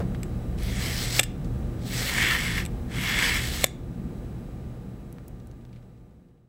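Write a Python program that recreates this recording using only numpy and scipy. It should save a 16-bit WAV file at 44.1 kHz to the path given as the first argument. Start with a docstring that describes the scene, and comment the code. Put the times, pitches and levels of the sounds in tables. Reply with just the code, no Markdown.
"""Ventilation drones in a room as fingers tap a machine part, close to the microphone.
A hand pushes a small ball-bearing carriage along its steel rail three times. The balls rasp in their
track, louder with speed, and the loose carriage rattles and twice clacks against an end stop.
Then fingers tick on plastic ties. The volume dips after each hard clack, and the scene fades out."""
import sys
import numpy as np
from scipy import signal
from scipy.fft import rfft, irfft, next_fast_len
from scipy.io import wavfile
from scipy.ndimage import map_coordinates

SR = 44100
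rng = np.random.default_rng(int(sys.argv[2]) if len(sys.argv) > 2 else 0)


def generate_wav(signal):
    """Clip the signal to [-1, 1] and save it as 16-bit WAV at the path in sys.argv[1]."""
    frames = np.transpose(np.atleast_2d(signal))
    scaled = np.clip(frames, -1, 1) * 32767
    pcm = np.round(scaled).astype(np.int16)
    wavfile.write(sys.argv[1], SR, pcm)


N = 286076
TIME = np.arange(N) / SR
AGE = np.arange(SR // 4) / SR  # seconds since a hit

# How loud the rasp is as the hand speeds up and slows, one list per push: time_s, level_db
PUSHES = [
    [(0.56, -60), (0.638, -46.5), (0.758, -44), (0.818, -38), (1.076, -32.5), (1.1, -32.5), (1.186, -30),
     (1.19, -30)],
    [(1.78, -54.5), (1.84, -53), (1.924, -38), (2.014, -32), (2.356, -34), (2.42, -36.5), (2.59, -39),
     (2.64, -47.5), (2.645, -53.5)],
    [(2.87, -62), (2.916, -50), (3.044, -35.5), (3.272, -32), (3.542, -36), (3.632, -33), (3.637, -29.5)],
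]


def amp(db):
    """Turn decibels into a gain."""
    return 10 ** (np.asarray(db) / 20)


def unit(x):
    """Scale a sound to an average (rms) level of 1."""
    return x / np.sqrt(np.mean(x ** 2) + 1e-20)


def along(points, hz):
    """Read between (pitch_hz, value) points, with octaves evenly spaced."""
    pitches, values = np.transpose(points)
    return np.interp(np.log(hz + 1), np.log(pitches), values)


def dying(t, decay_s):
    """A fade that falls 60 dB in decay_s."""
    return np.exp(-np.log(1000) * t / np.maximum(decay_s, 1e-4))


def wobble(rate):
    """A smooth curve through `rate` random values a second."""
    coarse = TIME[::32]
    values = rng.standard_normal(int(N * rate / SR) + 4)
    return np.interp(TIME, coarse, map_coordinates(values, [coarse * rate]))


def filtered(x, response):
    """Scale each frequency f in a sound by response(f)."""
    size = next_fast_len(len(x) + SR // 4)
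    return irfft(rfft(x, size) * response(np.fft.rfftfreq(size, 1 / SR)), size)[:len(x)]


def resonate(x, modes):
    """Pass a sound through resonances: pitch_hz, width_hz, level_db."""
    def response(f):
        return sum((-1) ** k * amp(db) * 1j * f * width / (hz * hz - f * f + 1j * f * width)
                   for k, (hz, width, db) in enumerate(modes))
    return unit(filtered(x, response))


def band(x, hz, width):
    """Keep the part of a sound near one pitch."""
    b, a = signal.iirpeak(min(hz, .45 * SR), hz / (1.55 * width), fs=SR)
    return unit(signal.lfilter(b, a, signal.lfilter(b, a, x)))


def noise(spectrum, size):
    """Noise shaped by (pitch_hz, level_db) points."""
    return unit(filtered(rng.standard_normal(size), lambda f: amp(along(spectrum, f))))


def ringing(modes, rise_s):
    """The dying tones of a struck part, a little different at every blow."""
    chance = rng.random((len(modes), 2))
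    ring = sum(amp(db + 2 * luck - 2.5) * dying(AGE, decay_s) * np.sin(2 * np.pi * (hz * AGE + phase))
               for (hz, db, decay_s), (luck, phase) in zip(modes, chance))
    return ring * (1 - np.exp(-AGE / rise_s))


def add(track, start_s, sound):
    """Mix a sound into a track at start_s."""
    part = track[max(round(start_s * SR), 0):][:len(sound)]
    part += sound[:len(part)]


def ventilation(rumble_db=-33.5, sink_db_per_s=0.5, air_db=-39, drone_db=-35.5):
    """Air rumbles and rushes, the duct and room boom, and a motor and electronics hum."""
    # Tone of the low rumble and of the rushing air: pitch_hz, level_db
    rumble_shape = [(14, -49), (24, -20), (32, -8), (42, -2.5), (60, -5), (76, -4.5), (92, -14.5),
                    (140, -30.5), (400, -77.5)]
    air_shape = [(60, -42), (105, -14.5), (135, -7.5), (232, -9.5), (324, -15), (478, -17.5), (600, -22),
                 (780, -24), (950, -31), (1580, -34), (2400, -39.5), (4500, -47), (15500, -52.5)]
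    # Resonances of the duct and room: pitch_hz, width_hz, level_db
    duct_modes = [(118.9, 9.1, 2), (153, 10, -5.5), (168.9, 6.7, -2), (189.5, 10, -.5), (236, 18, -5.5),
                  (342.6, 40, -12)]
    # Steady tones of the motor and electronics: pitch_hz, level_db
    hum_tones = [(119.7, -6.5), (358, -20.5), (479, -20.5), (1195, -29.5), (3908, -38), (7811, -40),
                 (15628, -40.5)]
    # Brief swells of the boom: peak_s, boost_db, half_length_s
    swells = [(0.03, 5.5, 0.16), (1.5, 4, .25), (4.015, 7, .14)]
    rumble = amp(rumble_db - sink_db_per_s * TIME + 1.5 * wobble(3)) * noise(rumble_shape, N)
    air = amp(air_db) * noise(air_shape, N)
    duct = resonate(rng.standard_normal(N), duct_modes)
    boom = unit(filtered(duct, lambda f: 1 / (1 + (f / 380) ** 4)))
    hum = sum(amp(db) * np.sqrt(2) * np.sin(2 * np.pi * hz * TIME + 0.42 * wobble(1.9))
              for hz, db in hum_tones)
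    swell_db = sum(db * np.exp(-((TIME - peak_s) / length) ** 2) for peak_s, db, length in swells)
    return rumble + air + amp(drone_db) * (amp(swell_db - 1) * boom + amp(1.33) * hum)


def finger_ticks(width_octaves=.9, fiddle_start_s=5.55, fiddle_length_s=.9, count=10):
    """Each touch is a short puff of noise; fainter ones come at random as fingers work at the ties."""
    # Fingers touch the part and its plastic ties: start_s, level_db, pitch_hz, decay_s
    touches = [(0.003, -30, 490, 0.16), (0.1474, -37.5, 1620, 0.033), (0.586, -37.5, 3500, 0.013),
               (0.624, -36, 2800, 0.012), (0.634, -37.5, 10100, 0.014), (1.445, -52.5, 5000, .1),
               (5.127, -30, 11400, 0.0028), (5.1843, -33, 1200, 0.0097), (5.2808, -34, 12000, 0.018),
               (5.4, -45, 3160, .022), (5.4717, -42, 8930, 0.015), (5.5136, -42, 4500, .012),
               (5.651, -41, 3000, 0.016), (5.729, -45, 2500, .07), (5.76, -47, 2300, 0.13)]
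    out = np.zeros(N)
    times = fiddle_start_s + fiddle_length_s * (np.arange(count) + rng.random(count)) / count
    faint = [(start_s, -54 + .5 * louder, 2700 * 2 ** (.4 * higher), 0.04)
             for start_s, (louder, higher) in zip(times, rng.standard_normal((count, 2)))]
    for start_s, db, hz, decay_s in touches + faint:
        hiss = rng.standard_normal(len(AGE))
        puff = filtered(hiss, lambda f: 1 / (1 + (np.log2((f + 1) / hz) / width_octaves) ** 2 / 2) ** 2)
        add(out, start_s, amp(db) * dying(AGE, decay_s) * unit(puff))
    return out


def rattles_and_clacks():
    """End stop and carriage take a knock at once; the loose balls pile up and the steel rings on."""
    # The loose carriage rocks on the rail: start_s, strength_db, ring_db
    rocking = [(0.2313, -30.5, -37), (1.2087, -25, -22), (1.2315, -20, -15.5), (1.2368, -22, -25),
               (2.6512, -28.5, -36), (2.6607, -30, -36), (3.6595, -26, -29), (3.6658, -28, -31)]
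    # The carriage hits the end stop: start_s, thud_db, clack_db, chatter_db, ring_db, chatter_delay_s
    stop_hits = [(1.1934, -4.5, -1.5, -8, -12, 0.0032), (3.6410, 1, -6.5, -1.5, -16, 0.0022)]
    # Tones of the struck end stop, carriage frame and steel rail: pitch_hz, level_db, decay_s
    stop_tones = [(558.6, -4.5, 0.021), (1060, -17, 0.023)]
    frame_tones = [(740, -14, 0.043), (1300, -12, 0.022), (1698, -12.5, 0.015), (2100, -13, 0.015),
                   (2390, -9, 0.025), (2800, -8.5, 0.023), (3500, -9, 0.035), (4150, -19.5, 0.0088),
                   (4650, -22.5, 0.01)]
    steel_tones = [(1764, -8, 0.047), (2314, -21, .04), (3550, -12, 0.031), (5770, -22.5, .03),
                   (7700, -4, .04), (8150, -11.5, 0.044), (8760, -9.5, 0.037), (11000, -25, .03),
                   (12640, -13, .03), (13600, -12, .03)]
    # Tone of the balls chattering together: pitch_hz, level_db
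    chatter_shape = [(500, -18), (1500, -14), (3000, 1), (5000, -3), (6800, -2.5), (7900, 4.5),
                     (9300, -4.5), (12300, -3), (16000, -15.5)]
    out = np.zeros(N)
    # A rattle is mostly chatter, with little thud.
    rattles = [(start_s, db - 15, db - 4, db, ring_db, .0012) for start_s, db, ring_db in rocking]
    for start_s, thud_db, clack_db, chatter_db, ring_db, delay_s in stop_hits + rattles:
        crack = amp(-6) * dying(AGE, 0.022) * band(rng.standard_normal(len(AGE)), hz=1878, width=990)
        thud = amp(thud_db) * ringing(stop_tones, rise_s=0.0005)
        clack = amp(clack_db) * (ringing(frame_tones, rise_s=0.00022) + crack)
        pile_up = (AGE / delay_s * np.exp(1 - AGE / delay_s)) ** 3  # peaks at delay_s
        chatter = amp(chatter_db - 3) * pile_up * noise(chatter_shape, len(AGE))
        ring = amp(ring_db) * ringing(steel_tones, rise_s=0.00069)
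        add(out, start_s, thud + clack + chatter + ring)
    return out


def carriage_motion(ease_in_s=0.039, stop_s=.006, db_per_speed_doubling=11, free_ring_db=13.5):
    """Follow the pushes: the rasp's gain, the carriage's place (0 left, 1 right) and how much it rings."""
    # The carriage's trip along the rail in each push: from_place, to_place, ring_db
    trips = [(0.5, 0.06, -3), (0.026, 0.84, 0.14), (0.86, .08, 0.6)]
    gain, place, ring_db = np.zeros((3, N))
    for push, (origin, goal, grip_db) in zip(PUSHES, trips):
        times, levels = np.transpose(push)
        rasp_db = np.interp(TIME, times, levels)
        moving = np.clip((TIME - times[0]) / ease_in_s, 0, 1)
        moving *= np.exp(-(np.maximum(TIME - times[-1], 0) / stop_s) ** 2)
        gain += moving * amp(rasp_db)
        speed = moving * 2 ** (rasp_db / db_per_speed_doubling)
        begun = TIME > times[0]
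        place = np.where(begun, origin + (goal - origin) * np.cumsum(speed) / speed.sum(), place)
        ring_db = np.where(begun, grip_db + 0.11 * (rasp_db - levels.max()), ring_db)
    free = 1 / (1 + np.exp((0.31 - place) / .08))  # the holding hand damps the left third of the rail
    return gain, place, ring_db + free_ring_db * free


def rolling_balls(impacts_per_s=1400, impact_share=.35, flutter_db=0.38, surge_db=1.3, wander_db=1.7):
    """Balls jostle in the track: rubbing and tiny impacts make the carriage, rail and balls ring."""
    # Resonances of the carriage, the rail and the balls: pitch_hz, width_hz, level_db
    carriage_modes = [(1005, 210, -15), (1316, 220, -12), (1636, 220, -8), (1836, 200, -2.5),
                      (2140, 240, 0.5), (2693, 320, -6), (3060, 200, -7.5), (3370, 200, -6.5)]
    rail_modes = [(504, 110, -10.5), (718, 150, -8.5), (1320, 770, -3.5), (2450, 1200, -4), (3740, 1100, 2),
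                  (4170, 370, -3), (4860, 980, 0), (5730, 1400, -1), (6940, 620, -5.5)]
    ball_modes = [(7890, 370, 1), (8790, 540, -4.5), (10100, 580, -7), (11170, 920, -6.5),
                  (12800, 1500, -4.5), (15070, 2000, -4)]
    gain, place, ring_db = carriage_motion()
    size = round(PUSHES[-1][-1][0] * SR) + SR // 10  # until just after the last push
    impacts = unit((rng.random(size) < impacts_per_s / SR) * rng.standard_normal(size))
    load = amp(flutter_db * wobble(160) + surge_db * wobble(22))[:size]  # shifts from ball to ball
    force = load * np.sqrt(impact_share * impacts ** 2 + 1 - impact_share)
    tilt_db_per_octave = 6 * (.5 - place[:size])  # the carriage sounds darker towards the right
    out = np.zeros(N)
    for modes, part_db in [(carriage_modes, ring_db - 5.5), (rail_modes, -0.5), (ball_modes, -5)]:
        rasp = np.zeros(size)
        for hz, width, db in modes:
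            tilt_db = tilt_db_per_octave * np.log2(hz / 2000) if modes is carriage_modes else 0
            level = amp(db + tilt_db + wander_db * wobble(12)[:size])
            rasp += level * band(force * rng.standard_normal(size), hz, width)
        out[:size] += (amp(part_db) * gain)[:size] * unit(rasp)
    return out


def room_echo(x, rise_s=0.0048):
    """The walls answer with a short, blurred echo."""
    # How long the room rings: pitch_hz, decay_s
    decays = [(200, 0.1), (2000, 0.36), (6000, 0.31), (15000, 0.082)]
    hz, t, spectrum = signal.stft(rng.standard_normal(SR // 2), SR, nperseg=256)
    tail = signal.istft(spectrum * dying(t, along(decays, hz)[:, None]), SR, nperseg=256)[1]
    tail *= 1 - np.exp(-np.arange(len(tail)) / SR / rise_s)
    return signal.fftconvolve(x, tail / np.linalg.norm(tail))[:N]


def scene():
    """The handling, its echo and the ventilation all reach one close microphone."""
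    handling = rolling_balls() + rattles_and_clacks() + finger_ticks()
    mono = handling + amp(-22.5) * room_echo(handling) + ventilation()
    return np.array([mono, mono])


def record(dry, threshold_db=-6, ceiling=.8, fade_end_s=6.733, fade_length_s=3.41, top_hz=15900):
    """The volume drops on a loud peak and creeps back; peaks are rounded off and the sound fades out."""
    mono = dry.mean(axis=0)
    over_db = np.maximum(20 * np.log10(np.abs(mono) + 1e-9) - threshold_db, 0)
    recovery_db = 16 * TIME
    held_peak_db = np.maximum.accumulate(over_db + recovery_db) - recovery_db
    dipped = mono * amp(-.6 * held_peak_db)
    rounded = dipped / (1 + (dipped / ceiling) ** 8) ** (1 / 8)
    fade = np.clip((fade_end_s - TIME) / fade_length_s, 0, 1) ** 1.195
    out = filtered(rounded * fade, lambda f: 1 / (1 + (f / top_hz) ** 120))  # cut the highest treble
    return np.array([out, out])


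dry = scene()
out = record(dry)
generate_wav(out)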